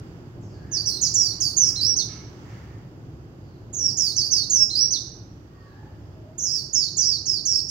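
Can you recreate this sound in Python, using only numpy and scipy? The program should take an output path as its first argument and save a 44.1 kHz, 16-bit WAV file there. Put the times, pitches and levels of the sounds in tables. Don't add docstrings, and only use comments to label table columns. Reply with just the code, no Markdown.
import sys
import numpy as np
from scipy import signal
from scipy.fft import rfft, irfft
from scipy.io import wavfile

SR = 44100
rng = np.random.default_rng(int(sys.argv[2]) if len(sys.argv) > 2 else 0)


def wav_out(sig):
    wavfile.write(sys.argv[1], SR, np.round(np.clip(np.atleast_2d(sig).T, -1, 1) * 32767).astype(np.int16))


N = 339562
TIME = np.arange(N) / SR

# f/Hz, left level/dB, right level/dB
MIC_COLOUR = [(3000, -1, 2.5), (4840, -8, 3.5), (5680, -3.5, 6.5), (6480, -6.5, 3.5), (7600, -2, 7.5),
              (9040, 7.5, -5), (10400, -0.5, -15.5), (11040, -7.5, -14), (13200, -0.5, -10.5),
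              (14200, 1.5, 0), (15400, -1, 1)]


def white_eye():
    out = np.zeros((2, N + 2 * SR))
    for note, direct_db, overtones_db in song():
        at = round(note[:, 0].min() * SR)
        path = balcony(direct_db)
        for sound in (whistle(in_register(note), overtones_db), flick_puff()):
            heard = signal.fftconvolve(sound[None], path, axes=1)
            out[:, at:at + heard.shape[1]] += heard
    colour = from_db([at_bins(MIC_COLOUR, column=1), at_bins(MIC_COLOUR, column=2)])
    return irfft(rfft(out[:, :N]) * colour, N)


# steep last
# top t/s, fall t/s, top f/Hz, end f/Hz, bend, level/dB before register, swell over fall/dB,
# straight path/dB, overtones/dB
SLIDE_NOTES = [(0.719, .058, 6850, 4510, -0.2, -29, 7.5, -1.5, -2),
               (.861, 0.064, 6170, 4120, 2, -19.5, -5.5, -6, 7.5),
               (1.016, 0.056, 7090, 4500, -0.3, -16.5, -7, -4, 4),
               (1.142, .026, 7390, 5664, 0.5, -18, -1.5, -1, 3.5),
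               (1.406, .101, 7050, 4528, 5, -21, -6, -0.5, 8),
               (1.570, .072, 7040, 5690, -0.9, -18.5, -2.5, 2.5, 2),
               (1.666, .026, 5550, 5230, -2, -20.5, -3, 1.5, 8.5),
               (3.733, .014, 7390, 5870, 1.3, -32.5, 2, -1.5, 1.5),
               (3.973, .138, 7180, 4320, 1.24, -21, -3, 0, 5.5),
               (4.165, .057, 6470, 4453, 1.7, -19, -2, -2, -1),
               (4.313, .113, 6500, 4265, 2.5, -17.5, -4, -3.5, 1),
               (4.501, 0.067, 7180, 5710, -2.5, -19.5, 1, 0.5, 2.5),
               (4.590, .034, 5430, 5380, 0.5, -24, 8, 0, 2),
               (6.384, .016, 7275, 5570, 2.4, -23.5, -7, -4.5, 3),
               (6.734, .026, 7080, 5090, -3, -20.5, 2, -2, -1.5),
               (6.972, .015, 7310, 5490, -0.3, -19, -3.5, -1, -3),
               (7.259, .034, 6940, 5295, 3.5, -26, 6, -2.5, -2),
               (7.456, 0.02, 7080, 5547, 2, -20.5, -3.5, 0, 3),
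               (7.688, 0.014, 6306, 5040, 4, -25.5, 4.5, -5, 12)]
# crest t/s, fall t/s, crest f/Hz, end f/Hz, bend,
# level/dB before register, swell over fall/dB
REBOUND_CRESTS = [(.808, 0.014, 4755, 4490, 0, -25.5, -7), (.955, .012, 4262, 4235, 2.5, -22.5, -2),
                  (1.202, .114, 5667, 4370, 2, -20, -7), (3.772, .058, 6890, 5618, 2, -27.5, 5),
                  (3.864, .036, 5580, 4850, 1, -21.5, -5.5), (4.252, .016, 4857, 4720, -.5, -19.5, -5.5),
                  (6.428, 0.066, 6760, 4790, 0.1, -22, -6), (6.526, .075, 5646, 4510, 2, -21, -8.5),
                  (6.774, .100, 5645, 4320, 2.06, -21.5, -1), (7.010, .026, 6150, 4683, 2.5, -18.5, -4.5),
                  (7.064, .099, 5766, 4367, 1.3, -20.5, -2), (7.322, .058, 5133, 4440, .5, -24.5, 0),
                  (7.508, .036, 5600, 4590, -0.9, -21, -6), (7.559, 0.032, 5463, 4710, -5.5, -17.5, -7.5)]
# climb t/s, dive t/s, level/dB before register, straight path/dB, overtones/dB
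PHRASE_ENDINGS = [(1.755, 1.960, -21, 0.5, 2), (4.697, 4.905, -20, -1, 0)]


def song():
    notes = []
    next_tops_s = [row[0] for row in SLIDE_NOTES[1:]] + [np.inf]
    for (*first_fall, direct_db, overtones_db), until_s in zip(SLIDE_NOTES, next_tops_s):
        rebounds = [row for row in REBOUND_CRESTS if first_fall[0] < row[0] < until_s]
        notes.append((slide([first_fall] + rebounds), direct_db, overtones_db))
    for climb_s, dive_s, db, direct_db, overtones_db in PHRASE_ENDINGS:
        notes.append((climb(climb_s, db), direct_db, overtones_db))
        notes.append((dive(dive_s, db), direct_db, overtones_db))
    return notes


FLICK_S, FLICK_FROM, FLICK_DB = 0.0058, 0.83, -13
DROP_S, DROP_TO, DROP_DB = 0.012, 0.89, -6.5


def slide(falls):
    body = np.vstack([fall(*row) for row in falls])
    start_s, top_hz, top_db = body[0]
    end_s, end_hz, end_db = body[-1]
    opening = (start_s - FLICK_S, top_hz * FLICK_FROM, top_db + FLICK_DB)
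    closing = (end_s + DROP_S, end_hz * DROP_TO, end_db + DROP_DB)
    return np.vstack([opening, body, closing])


def fall(start_s, length_s, top_hz, end_hz, bend, db, swell_db, count=40, knee_hz=6224, overshoot_s=0.0084):
    along = np.linspace(0, 1, count)
    sunk = np.cumsum(np.exp(-bend * along))
    sunk = (sunk - sunk[0]) / (sunk[-1] - sunk[0])
    start_hz = min(top_hz, knee_hz)
    overshoot_hz = (top_hz - start_hz) * np.exp(-along * length_s / overshoot_s)
    hz = start_hz + (end_hz - start_hz) * sunk + overshoot_hz
    return np.column_stack([start_s + along * length_s, hz, db + swell_db * along])


# t/s into the note, f/Hz
CLIMB_PITCH = [(0, 3660), (.009, 4210), (.027, 4190), (.049, 3940), (.058, 4556), (.095, 5067), (.13, 5860),
               (.146, 5580), (0.189, 5600)]
TRILL_START_S, TRILL_S, TRILL_HZ = 0.054, 0.066, 54.84
TRILL_DEPTH, TRILL_DB = 0.05, 2.5
CLIMB_FADE_DB_PER_S = 127.5


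def climb(start_s, db, count=190):
    s, hz = np.transpose(CLIMB_PITCH)
    t = np.linspace(0, s[-1], count)
    since = t - TRILL_START_S
    trill = np.sin(2 * np.pi * TRILL_HZ * since) * (since > 0) * (since < TRILL_S)
    onset_db = FLICK_DB * np.maximum(1 - t / FLICK_S, 0)
    fade_db = CLIMB_FADE_DB_PER_S * np.maximum(since - TRILL_S, 0)
    pitch = np.interp(t, s, hz) * (1 + TRILL_DEPTH * trill)
    return np.column_stack([start_s + t, pitch, db + TRILL_DB * trill + onset_db - fade_db])


# t/s into the note, f/Hz
DIVE_PITCH = [(0, 5910), (.006, 6350), (.022, 5838), (.033, 4540), (.049, 4100), (.064, 3567)]


def dive(start_s, db):
    return np.array([(start_s + s, hz, db + FLICK_DB * (k == 0)) for k, (s, hz) in enumerate(DIVE_PITCH)])


# pitch f/Hz, level/dB
THROAT_REGISTER = [(3600, -13.5), (4000, -8.5), (4350, -8.5), (4600, -2), (5000, -2), (5700, -1),
                   (6300, -0.54), (7200, -2)]


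def in_register(note):
    s, hz, db = note.T
    return np.column_stack([s, hz, db + np.interp(hz, *np.transpose(THROAT_REGISTER))])


# multiple of half the pitch, level/dB before the overtone offset (multiples > 2)
WHISTLE_PARTIALS = [(1, -52.5), (2, 0.5), (3, -31.5), (4, -27.5), (6, -27.5)]


def whistle(note, overtones_db, flutter=0.0044, shimmer_db=0.55, warble=0.035, warble_hz=100,
            warble_s=0.027, rest_hz=4300, breath_db=-50, fade_s=0.0011):
    s, hz, db = np.transpose(note)
    s = np.sort(s)
    t = np.arange(s[0], s[-1], 1 / SR)
    knots_s = s[0] + np.arange(200) * 0.002
    tremble, shimmer = (np.interp(t, knots_s, row) for row in rng.standard_normal((2, 200)))
    since = np.maximum(t - s[1], 0)
    depth = 2 * warble * max(hz[1] / rest_hz - 1, 0)
    ring_hz = warble_hz * (1 + 0.071 * rng.normal())
    swing = depth * np.exp(-since / warble_s) * np.sin(2 * np.pi * ring_hz * since)
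    pitch = np.interp(t, s, hz) * (1 - swing + flutter * tremble)
    half_phase = np.pi * np.cumsum(pitch) / SR
    wave = np.zeros(len(t))
    for multiple, level_db in WHISTLE_PARTIALS:
        k = round(multiple)
        gain = from_db(level_db + overtones_db * (k > 2))
        wave += gain * np.sin(k * half_phase) * (k * pitch < SR)
    wave += from_db(breath_db) * rng.standard_normal(len(t))
    edge_s = np.minimum(t - s[0], s[-1] - t)
    gate = np.sin(np.pi / 2 * np.clip(edge_s / fade_s, 0, 1)) ** 2
    return wave * gate * from_db(np.interp(t, s, db) + shimmer_db * shimmer)


def flick_puff(puff_db=-51, peak_s=0.0067, low_hz=6000):
    t = TIME[:SR // 20]
    high_pass = signal.butter(1, low_hz, "high", fs=SR, output="sos")
    puff = signal.sosfilt(high_pass, rng.standard_normal(len(t)))
    return from_db(puff_db) * puff * (t / peak_s) * np.exp(1 - t / peak_s)


# nominal delay t/s, level/dB re straight-path scale
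FIRST_ECHOES = [(.0032, -11.5), (.0075, -7), (0.0105, -10.5), (0.017, -13.5), (.0235, -13)]


def balcony(direct_db, early_db=-1.0, late_db=-8.5, air_hz=7500, beam_hz=6600, shift_s=0.00067):
    early = tail(t60=0.34, build_s=0.0025, alike=0.28)
    air = signal.butter(4, air_hz, fs=SR, output="sos")
    late = signal.sosfilt(air, tail(t60=0.65, build_s=0.044, alike=0.2))
    hard = np.zeros((2, SR))
    echoes = [(abs(delay_s + shift_s * rng.normal()), db) for delay_s, db in FIRST_ECHOES]
    for delay_s, db in [(0.00076, direct_db)] + echoes:
        at = round(delay_s * SR)
        hard[[0, 1], [at + 2, at]] += from_db(db)
    hard = signal.sosfilt(signal.butter(1, beam_hz, fs=SR, output="sos"), hard)
    return np.sqrt(2) * hard + from_db(early_db) * early + from_db(late_db) * late


# t/s, length t/s, start f/Hz, end f/Hz, level/dB before the tail, hoarseness 0-1
DISTANT_CALLS = [(0.401, 0.04, 7440, 5080, -54, 0.57), (0.471, 0.11, 5110, 4560, -57, .4),
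                 (0.529, 0.27, 1665, 1798, -54, 0.76), (2.42, 0.15, 1870, 1810, -53.5, 0.7),
                 (2.58, 0.17, 1874, 2003, -57.5, 0.6), (2.402, 0.16, 6060, 5640, -62, 1),
                 (3.38, 0.18, 4820, 4200, -64.5, 0.52), (5.486, 0.17, 1890, 1825, -59.5, 0.04),
                 (5.49, 0.16, 1151, 1135, -54.5, 0.16), (5.531, 0.2, 4920, 4080, -65, 0.54),
                 (5.629, 0.23, 1622, 1778, -56.5, 0.33), (5.68, 0.205, 834, 856, -55, 0.61),
                 (5.972, 0.16, 5700, 4590, -69.5, .4), (6.123, 0.2, 644, 612, -50, 0.39)]


def far_calls(waver=0.12):
    out = np.zeros(N)
    wobble = waver * drift(120)
    for start_s, length_s, start_hz, end_hz, db, hoarse in DISTANT_CALLS:
        on = (TIME > start_s) & (TIME < start_s + length_s)
        along = (TIME[on] - start_s) / length_s
        pitch = (start_hz + (end_hz - start_hz) * along) * (1 + hoarse * wobble[on])
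        envelope = 2 * np.sqrt(along * (1 - along))
        out[on] += from_db(db) * envelope * np.sin(2 * np.pi * np.cumsum(pitch) / SR)
    return out


# t/s, level/dB before the tail
METAL_KNOCKS = [(1.24, -68.5), (1.66, -60.5), (2.079, -55.5), (2.48, -64)]
# f/Hz, level/dB re knock, t60/s
METAL_MODES = [(1306, 6.5, .6), (1674, -2.5, .5), (2180, 9, 0.37), (2600, -25, .7), (2770, -6, .8),
               (5152, -15.5, .5), (5825, -11, .5), (6535, -15.5, .5)]


def far_metal(clatter_db=8.5, clatter_t60=0.31):
    out = np.zeros(N)
    t = TIME[:SR]
    band = signal.butter(2, [1200, 3000], "band", fs=SR, output="sos")
    rattle = rms_one(signal.sosfilt(band, rng.standard_normal(N)))
    rings = sum(from_db(level_db - 60 * t / t60) * np.sin(2 * np.pi * hz * t)
                for hz, level_db, t60 in METAL_MODES)
    for knock_s, db in METAL_KNOCKS:
        at = round(knock_s * SR)
        clatter = rattle[at:at + SR] * from_db(clatter_db - 60 * t / clatter_t60)
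        out[at:at + SR] += from_db(db) * (rings + clatter)
    return out


# f/Hz, relative density/dB
RUMBLE_SPECTRUM = [(12, -51), (20, -23), (32, -21.5), (50, -12), (62, -4.5), (80, -4), (113, 0.5),
                   (138, -1.5), (215, -12), (345, -9.5), (471, -19.5), (849, -26), (1000, -32), (1300, -62),
                   (2200, -120)]
HISS_SPECTRUM = [(470, -30), (800, -13), (942, -12.5), (1080, -10.5), (1190, -11), (1420, -12), (2320, -21),
                 (2870, -20), (4240, -29.5), (4630, -22.5), (6170, -31.5), (6490, -27), (10700, -49.5),
                 (12100, -40), (16000, -36.5)]
# t/s, level/dB
RUMBLE_LEVEL = [(0.0, -40.5), (0.28, -39.5), (0.3, -45), (0.38, -38.5), (1.61, -41.5), (1.91, -39.5),
                (3.62, -42), (3.86, -38.5), (4.07, -41.5), (5.21, -42), (5.6, -45.5), (6.11, -41),
                (6.35, -44), (7.7, -43.5)]
HISS_LEVEL = [(0, -57), (.4, -61), (1.2, -58), (2.1, -59), (2.55, -55), (2.9, -61.5), (3.6, -62.5),
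              (5.5, -62.5), (5.9, -61), (6.3, -63), (7.7, -65.5)]


def town(hiss_offset_db=2.5, hum_hz=106.7, hum_re_rumble_db=-7.5, hum_waver=0.02):
    rumble_db = in_time(RUMBLE_LEVEL)
    hum_gain = from_db(rumble_db + hum_re_rumble_db + 2.5 * drift(2.2))
    hum_pitch = hum_hz * (1 + hum_waver * drift(3))
    hum = hum_gain * np.sin(2 * np.pi * np.cumsum(hum_pitch) / SR)
    rumble = from_db(rumble_db) * air_noise(RUMBLE_SPECTRUM)
    hiss = from_db(in_time(HISS_LEVEL) + hiss_offset_db) * air_noise(HISS_SPECTRUM)
    return hum + rumble + hiss


# f/Hz, correlation
TOWN_LIKENESS = [(60, 0.97), (130, 0.95), (290, 0.95), (640, 0.56), (1410, -0.23), (3100, -0.21),
                 (6820, -0.43), (15000, 0.02)]
# f/Hz, left minus right level/dB
TOWN_BALANCE = [(60, -1), (150, -0.5), (380, -0.5), (950, -2.0), (2380, -3.5), (5980, -14), (15000, 5)]


def air_noise(spectrum):
    mid, side = rfft(rng.standard_normal((2, N)))
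    alike = np.clip(at_bins(TOWN_LIKENESS), -0.9, 0.995)
    sides = np.array([[1], [-1]])
    gain = from_db(at_bins(spectrum) + sides * at_bins(TOWN_BALANCE) / 2)
    stereo = np.sqrt(1 + alike) * mid + np.sqrt(1 - alike) * side * sides
    return rms_one(irfft(gain * stereo, N))


def whine(whine_hz=12480, whine_db=-82):
    pitch = whine_hz * (1 + 0.002 * drift(20))
    return from_db(whine_db) * np.sin(2 * np.pi * np.cumsum(pitch) / SR)


def tail(t60, build_s, alike):
    t = TIME[:SR]
    envelope = from_db(-60 * t / t60) * (1 - np.exp(-(t / build_s) ** 2))
    return rms_one(noise_pair(alike, SR) * envelope) / np.sqrt(SR)


def noise_pair(alike, size):
    mid, side = rng.standard_normal((2, size))
    alike = np.clip(alike, 0, 1)
    return np.sqrt((1 + alike) / 2) * mid + np.sqrt((1 - alike) / 2) * side * [[1], [-1]]


def through(x, response):
    return signal.fftconvolve(x[None], response, axes=1)[:, :N]


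def drift(rate_hz):
    r = np.exp(-2 * np.pi * rate_hz / SR)
    noise = rng.standard_normal(N + SR)
    return rms_one(signal.lfilter([1], [1, -2 * r, r * r], noise)[SR:])


def from_db(db):
    return 10 ** (np.asarray(db) / 20)


def rms_one(x):
    return x / np.sqrt(np.mean(x ** 2) + 1e-20)


def in_time(rows):
    return np.interp(TIME, *np.transpose(rows))


def at_bins(points, column=1):
    points = np.array(points)
    bins_hz = np.arange(N // 2 + 1) * SR / N
    return np.interp(np.log(bins_hz + 1), np.log(points[:, 0]), points[:, column])


def scene():
    distance = through(far_calls() + far_metal(), tail(t60=0.9, build_s=0.0032, alike=0.42))
    return white_eye() + distance + town() + whine()


def record(dry, cutoff_hz=15850):
    return signal.sosfilt(signal.ellip(12, 0.1, 90, cutoff_hz, fs=SR, output="sos"), dry)


dry = scene()
out = record(dry)
wav_out(out)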